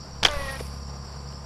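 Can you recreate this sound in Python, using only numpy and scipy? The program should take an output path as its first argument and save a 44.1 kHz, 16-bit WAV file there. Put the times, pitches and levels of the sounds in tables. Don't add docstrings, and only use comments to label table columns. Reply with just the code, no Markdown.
import sys
import numpy as np
from scipy import signal
from scipy.fft import rfft, irfft
from scipy.io import wavfile

SR = 44100
rng = np.random.default_rng(int(sys.argv[2]) if len(sys.argv) > 2 else 0)


def amplitude_ratio(level_db):
    exponent = np.asarray(level_db, float) / 20
    return 10 ** exponent


def bounce(signal):
    frames = np.transpose(np.atleast_2d(signal))
    limited = np.clip(frames, -1, 1)
    pcm = np.round(limited * 32767).astype(np.int16)
    wavfile.write(sys.argv[1], SR, pcm)


N = 63945

REEL_STOP_S = 0.577


def rms_one(x):
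    return x / np.sqrt(np.mean(x ** 2) + 1e-20)


def in_time(rows):
    s, *columns = np.transpose(rows)
    return [np.interp(np.arange(N) / SR, s, c) for c in columns]


def gate(start, stop, fade):
    t = np.arange(N) / SR
    return np.clip(np.minimum(t - start, stop - t) / fade, 0, 1)


def drift(rate):
    r = np.exp(-80 * np.pi * rate / SR)
    slow = signal.lfilter([1], [1, -2 * r, r * r], rng.standard_normal(N // 40 + 2002))[2000:]
    return np.interp(np.arange(N) / 40, np.arange(len(slow)), rms_one(slow))


def click(s, db):
    x = np.full(N, 1e-18)
    x[int(s * SR)] = amplitude_ratio(db)
    return x


def ring(x, hz, t60):
    r = amplitude_ratio(-60 / (t60 * SR))
    w = 2 * np.pi * hz / SR
    return signal.lfilter([0, np.sin(w)], [1, -2 * r * np.cos(w), r * r], x)


def dying(x, t60):
    return signal.lfilter([1], [1, -amplitude_ratio(-60 / (t60 * SR))], x)


def swell(s, rise):
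    u = np.clip((np.arange(N) / SR - s) / rise, 0, 60)
    return (u * np.exp(1 - u)) ** 2


def noise(spectrum):
    hz, db = np.transpose(spectrum)
    f = np.arange(N // 2 + 1) * SR / N + 1
    colour = amplitude_ratio(np.interp(np.log(f), np.log(hz), db))
    return rms_one(irfft(rfft(rng.standard_normal(N)) * colour, N))


def band(x, low_hz, high_hz):
    sos = signal.butter(2, [low_hz, high_hz], "band", fs=SR, output="sos")
    return rms_one(signal.sosfilt(sos, x))


def air():
    # (f/Hz, relative level per Hz/dB)
    air_colour = [(12, -37), (30, -16), (70, -2.5), (148, 1.5), (306, -9), (465, -7), (1040, -7),
                  (1400, -12.5), (2000, -20), (3540, -26), (5000, -25), (6200, -35.5), (9000, -33.5),
                  (15500, -46.5)]
    return amplitude_ratio(-45.5 + 1.24 * drift(12)) * noise(air_colour)


def engine():
    # (t/s, firing rate/Hz, level/dB)
    engine_course = [(0, 69.4, -39), (.06, 68.95, -49.5), (.2, 68.96, -39.5), (.3, 69.3, -43.5),
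                     (.46, 69.22, -37), (.65, 69.35, -37.5), (1.0, 69.1, -38), (1.06, 69.28, -41.5),
                     (1.17, 69.52, -39.5), (1.45, 69.27, -39.5)]
    # (multiple of the firing rate, relative level/dB)
    engine_orders = [(1, -1), (1.5, -18.5), (2, -6), (2.5, -15), (3, -14.5), (3.5, -21), (7, -18.5),
                     (15, -18), (17.5, -21.5)]
    waver_db = 1.2
    hz, db = in_time(engine_course)
    turn = 2 * np.pi * (np.cumsum(hz) / SR + rng.random())
    puffs = sum(amplitude_ratio(level + waver_db * drift(10)) * np.cos(k * turn) for k, level in engine_orders)
    return amplitude_ratio(db) * np.sqrt(2) * puffs


def insects():
    # (centre f/Hz, bandwidth/Hz, level at the start/dB, wing strokes per s/Hz,
    # throb rate/Hz, throb depth/0-1, level slope/dB per s)
    insect_kinds = [(4693, 480, -51, 4400, 61, 0, -1.2), (5268, 126, -58, 2600, 3.9, 0.42, 3),
                    (5613, 240, -53, 2800, 17, 0.23, -2), (7090, 500, -66.5, 2900, 20, 0.24, -1),
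                    (7574, 240, -65, 1700, 79, 0.33, 1), (9230, 820, -81.5, 2000, 20, .2, 5.5)]
    out, t = 0, np.arange(N) / SR
    for hz, width, db, strokes, throb, depth, swell_db in insect_kinds:
        taps = rng.standard_normal(N) * ((rng.random(N) < strokes / SR) + 0.26)
        buzz = band(taps, hz - width / 2, hz + width / 2)
        beat = np.tanh(2 * np.sin(2 * np.pi * (throb * t + rng.random()) + 0.36 * drift(3)))
        level = amplitude_ratio(db + swell_db * t + 1.2 * drift(4))
        out = out + level * (1 + depth * beat) * buzz
    return out


def cricket():
    # (t/s, relative level/dB)
    cricket_nearness = [(0, -5), (.4, -1), (.8, 0.5), (1.45, -3)]
    centre_hz, fall_hz, wander_hz = 5720, 60, 25
    chirps_per_s, chirp_offset_s = 25.8, 0.034
    level_db, octave_db = -52.5, -24
    beat = 2 * np.pi * chirps_per_s * (np.arange(N) / SR - chirp_offset_s)
    hz = centre_hz + fall_hz * np.cos(beat) + wander_hz * drift(60)
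    turn = 2 * np.pi * np.cumsum(hz) / SR
    chirps = np.clip(0.5 + 1.5 * np.sin(beat), 0, 1) * amplitude_ratio(3.0 * drift(80))
    tone = np.sin(turn) + amplitude_ratio(octave_db) * np.sin(2 * turn)
    return amplitude_ratio(level_db + in_time(cricket_nearness)[0]) * chirps * tone


def wind():
    # (t/s, level/dB)
    gust_course = [(0, -57), (.17, -50), (.25, -37), (.4, -42), (.55, -48), (.7, -52), (1.45, -59)]
    return amplitude_ratio(in_time(gust_course)[0]) * band(rng.standard_normal(N), 5.5, 45)


def bumps():
    # (start t/s, peak level/dB, rise to the peak/s)
    bump_times = [(0.2328, -20, 0.00093), (.243, -24, 0.0013), (.367, -22.5, 0.004), (.405, -30, 0.0084)]
    return -sum(amplitude_ratio(db) * swell(s, rise) for s, db, rise in bump_times)


def ticks():
    # (peak t/s, level at the peak/dB, lowest f/Hz, highest f/Hz)
    tick_times = [(0.3126, -36, 5460, 7840), (.3350, -37.5, 2500, 14500), (.4320, -52, 5500, 7500),
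                  (.5560, -42, 8500, 11000), (0.6682, -42, 2000, 7000), (1.326, -44, 2200, 5000)]
    rise_s = 0.001
    out = 0
    for s, db, low_hz, high_hz in tick_times:
        puff = band(rng.standard_normal(N), low_hz, high_hz)
        out = out + amplitude_ratio(db) * swell(s - rise_s, rise_s) * puff
    return out


def reel_stop():
    # (f/Hz, relative level per Hz/dB)
    stop_colour = [(350, -28), (600, -4.5), (2410, -9), (4350, -15), (4750, -10), (6100, -18), (12000, -32),
                   (15600, -52), (22000, -120)]
    # (t/s, ring height/dB)
    knock_times = [(0.6046, -29.5), (0.609, -20), (.6120, -45)]
    chatter_s, chatter_length_s, chatter_db = 0.592, 0.017, -39
    rustle_s, rustle_db, rustle_t60_s = REEL_STOP_S - 0.01, -45.5, 0.92
    knock_hz, knock_t60_s = 495.4, 0.014
    chatter_gate = gate(chatter_s, chatter_s + chatter_length_s, 0.003)
    chatter = amplitude_ratio(chatter_db + 2.0 * drift(300)) * chatter_gate
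    rustle = gate(rustle_s, 2, 0.011) * dying(click(rustle_s, rustle_db), rustle_t60_s)
    knocks = ring(sum(click(s, db) for s, db in knock_times), knock_hz, knock_t60_s)
    return (chatter + rustle) * noise(stop_colour) + knocks


def fishing_line():
    # (t/s, level/dB)
    line_course = [(0.27, -51), (0.326, -54), (0.334, -52), (0.346, -53), (0.434, -50), (0.664, -52.5),
                   (0.696, -61), (0.798, -67), (0.9, -82)]
    # (f/Hz, relative level per Hz/dB)
    line_colour = [(3650, -33), (6200, -6), (6980, -29), (7540, -18), (8140, -7), (9240, 0), (10600, 1),
                   (15500, -19)]
    level = amplitude_ratio(in_time(line_course)[0] + 1.8 * drift(23))
    return level * gate(line_course[0][0], line_course[-1][0], 0.0063) * noise(line_colour)


def reel():
    # (t/s, level/dB)
    reel_effort = [(.28, -35), (.296, -34), (0.329, -35), (.4, -37), (.458, -37), (.5, -34.5), (0.519, -39),
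                   (.568, -38.5), (0.578, -44)]
    # (multiple of the tooth rate, relative level at the start, middle, end/dB)
    tooth_partials = [(1, -21, -17.5, -19.5), (2, -1, -4, -7.5), (3, -11, -18, -8), (4, -4.5, -5, -8.5),
                      (5, -8, -20, -11), (6, -16, -19, -8), (7, -15.5, -4, -3.5), (8, -15, -17, -23),
                      (9, -20, -14, -16), (10, -12, -36, -40), (11, -40, -27, -28), (12, -34, -21, -26),
                      (13, -26, -22, -27), (14, -25, -32, -28), (15, -22, -24, -23)]
    # (f/Hz, relative level per Hz/dB)
    rattle_colour = [(180, -53), (300, -21.5), (549, -7), (764, -12), (1080, -10.5), (1460, -16),
                     (1940, -14), (4680, -19.5), (8000, -33.5), (10400, -63), (17600, -120)]
    start_s, sag_s = 0.28, 0.15
    fast_hz, slow_hz = 304, 259
    jitter, waver_db, rattle_db = 0.005, 2.2, -4.5
    t = np.arange(N) / SR
    hz = slow_hz + (fast_hz - slow_hz) * np.exp(-np.maximum(t - start_s, 0) / sag_s)
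    turn = 2 * np.pi * np.cumsum(hz * (1 + jitter * drift(40.2))) / SR
    marks = np.linspace(start_s, REEL_STOP_S, 3)
    whine = 0
    for k, *dbs in tooth_partials:
        level = amplitude_ratio(np.interp(t, marks, dbs) + waver_db * drift(25))
        whine = whine + level * np.sin(k * turn + rng.uniform(0, 2 * np.pi))
    rattle = amplitude_ratio(rattle_db) * (1 + 0.23 * np.cos(turn)) * noise(rattle_colour)
    effort = amplitude_ratio(in_time(reel_effort)[0]) * gate(start_s, REEL_STOP_S, 0.0032)
    return effort * (np.sqrt(2) * whine + rattle)


def bands():
    # (start t/s, hump height/dB, ring f/Hz, cycles to the peak of the hump)
    slap_times = [(.2284, -18.5, 900, 0.41), (0.2308, -13, 2020, 0.54), (0.2312, -23.5, 2710, 1.5),
                  (0.2318, -5.5, 3820, 0.64), (0.2358, -10.5, 3940, 0.86), (0.2363, -11, 1650, 0.21),
                  (0.2492, -11, 5570, 2.6), (0.2501, -3.5, 4560, 0.65), (.2516, -4.5, 2530, 0.88),
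                  (.2520, -2.5, 3224, 3.26), (0.2503, -20, 1133, 1.2), (.2540, -17.5, 1310, 0.95),
                  (0.2553, -8.5, 1840, 0.79), (.2604, -19, 1500, 0.64), (0.2611, -6.5, 2270, 0.55),
                  (0.2637, -18, 5300, 1.6), (.2680, -20, 4540, 3.6), (0.2697, -18.5, 1820, 1),
                  (.2735, -19.5, 850, 0.47), (0.2845, -18.5, 3430, 2.9), (0.2871, -20, 830, 0.53),
                  (0.3332, -29.5, 1470, 4.5)]
    # (f/Hz, relative level per Hz/dB)
    spray_colour = [(180, -39), (300, -8.5), (922, -10.5), (1070, -10.5), (1620, -4.5), (1940, -16.5),
                    (3230, -11), (5570, -16.5), (15500, -45.5)]
    crack_db, crack_rise_s = -14, 0.0006
    spray_db, spray_t60_s = -27, 0.059
    t = np.arange(N) / SR
    rings, cracks, hits = 0, 0, 0
    for s, db, hz, cycles in slap_times:
        rings = rings + amplitude_ratio(db) * swell(s, cycles / hz) * np.sin(2 * np.pi * hz * (t - s))
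        cracks = cracks + amplitude_ratio(db + crack_db) * swell(s, crack_rise_s)
        hits = hits + click(s, db)
    tails = amplitude_ratio(spray_db) * dying(hits, spray_t60_s)
    return rings + (cracks + tails) * noise(spray_colour)


def scene():
    background = air() + engine() + insects() + cricket() + wind()
    shot = bumps() + ticks() + reel_stop() + fishing_line() + reel() + bands()
    return (background + shot)[None]


def band_limit(x):
    return signal.sosfilt(signal.butter(12, 15750, fs=SR, output="sos"), x)


def record(dry):
    ceiling, cutoff_hz = 0.93, 16300
    rounded = dry / (1 + (dry / ceiling) ** 6) ** (1 / 6)
    low_pass = signal.cheby2(12, 70, cutoff_hz, fs=SR, output="sos")
    finished = signal.sosfilt(low_pass, rounded)
    return band_limit(finished)


dry = scene()
out = record(dry)
bounce(out)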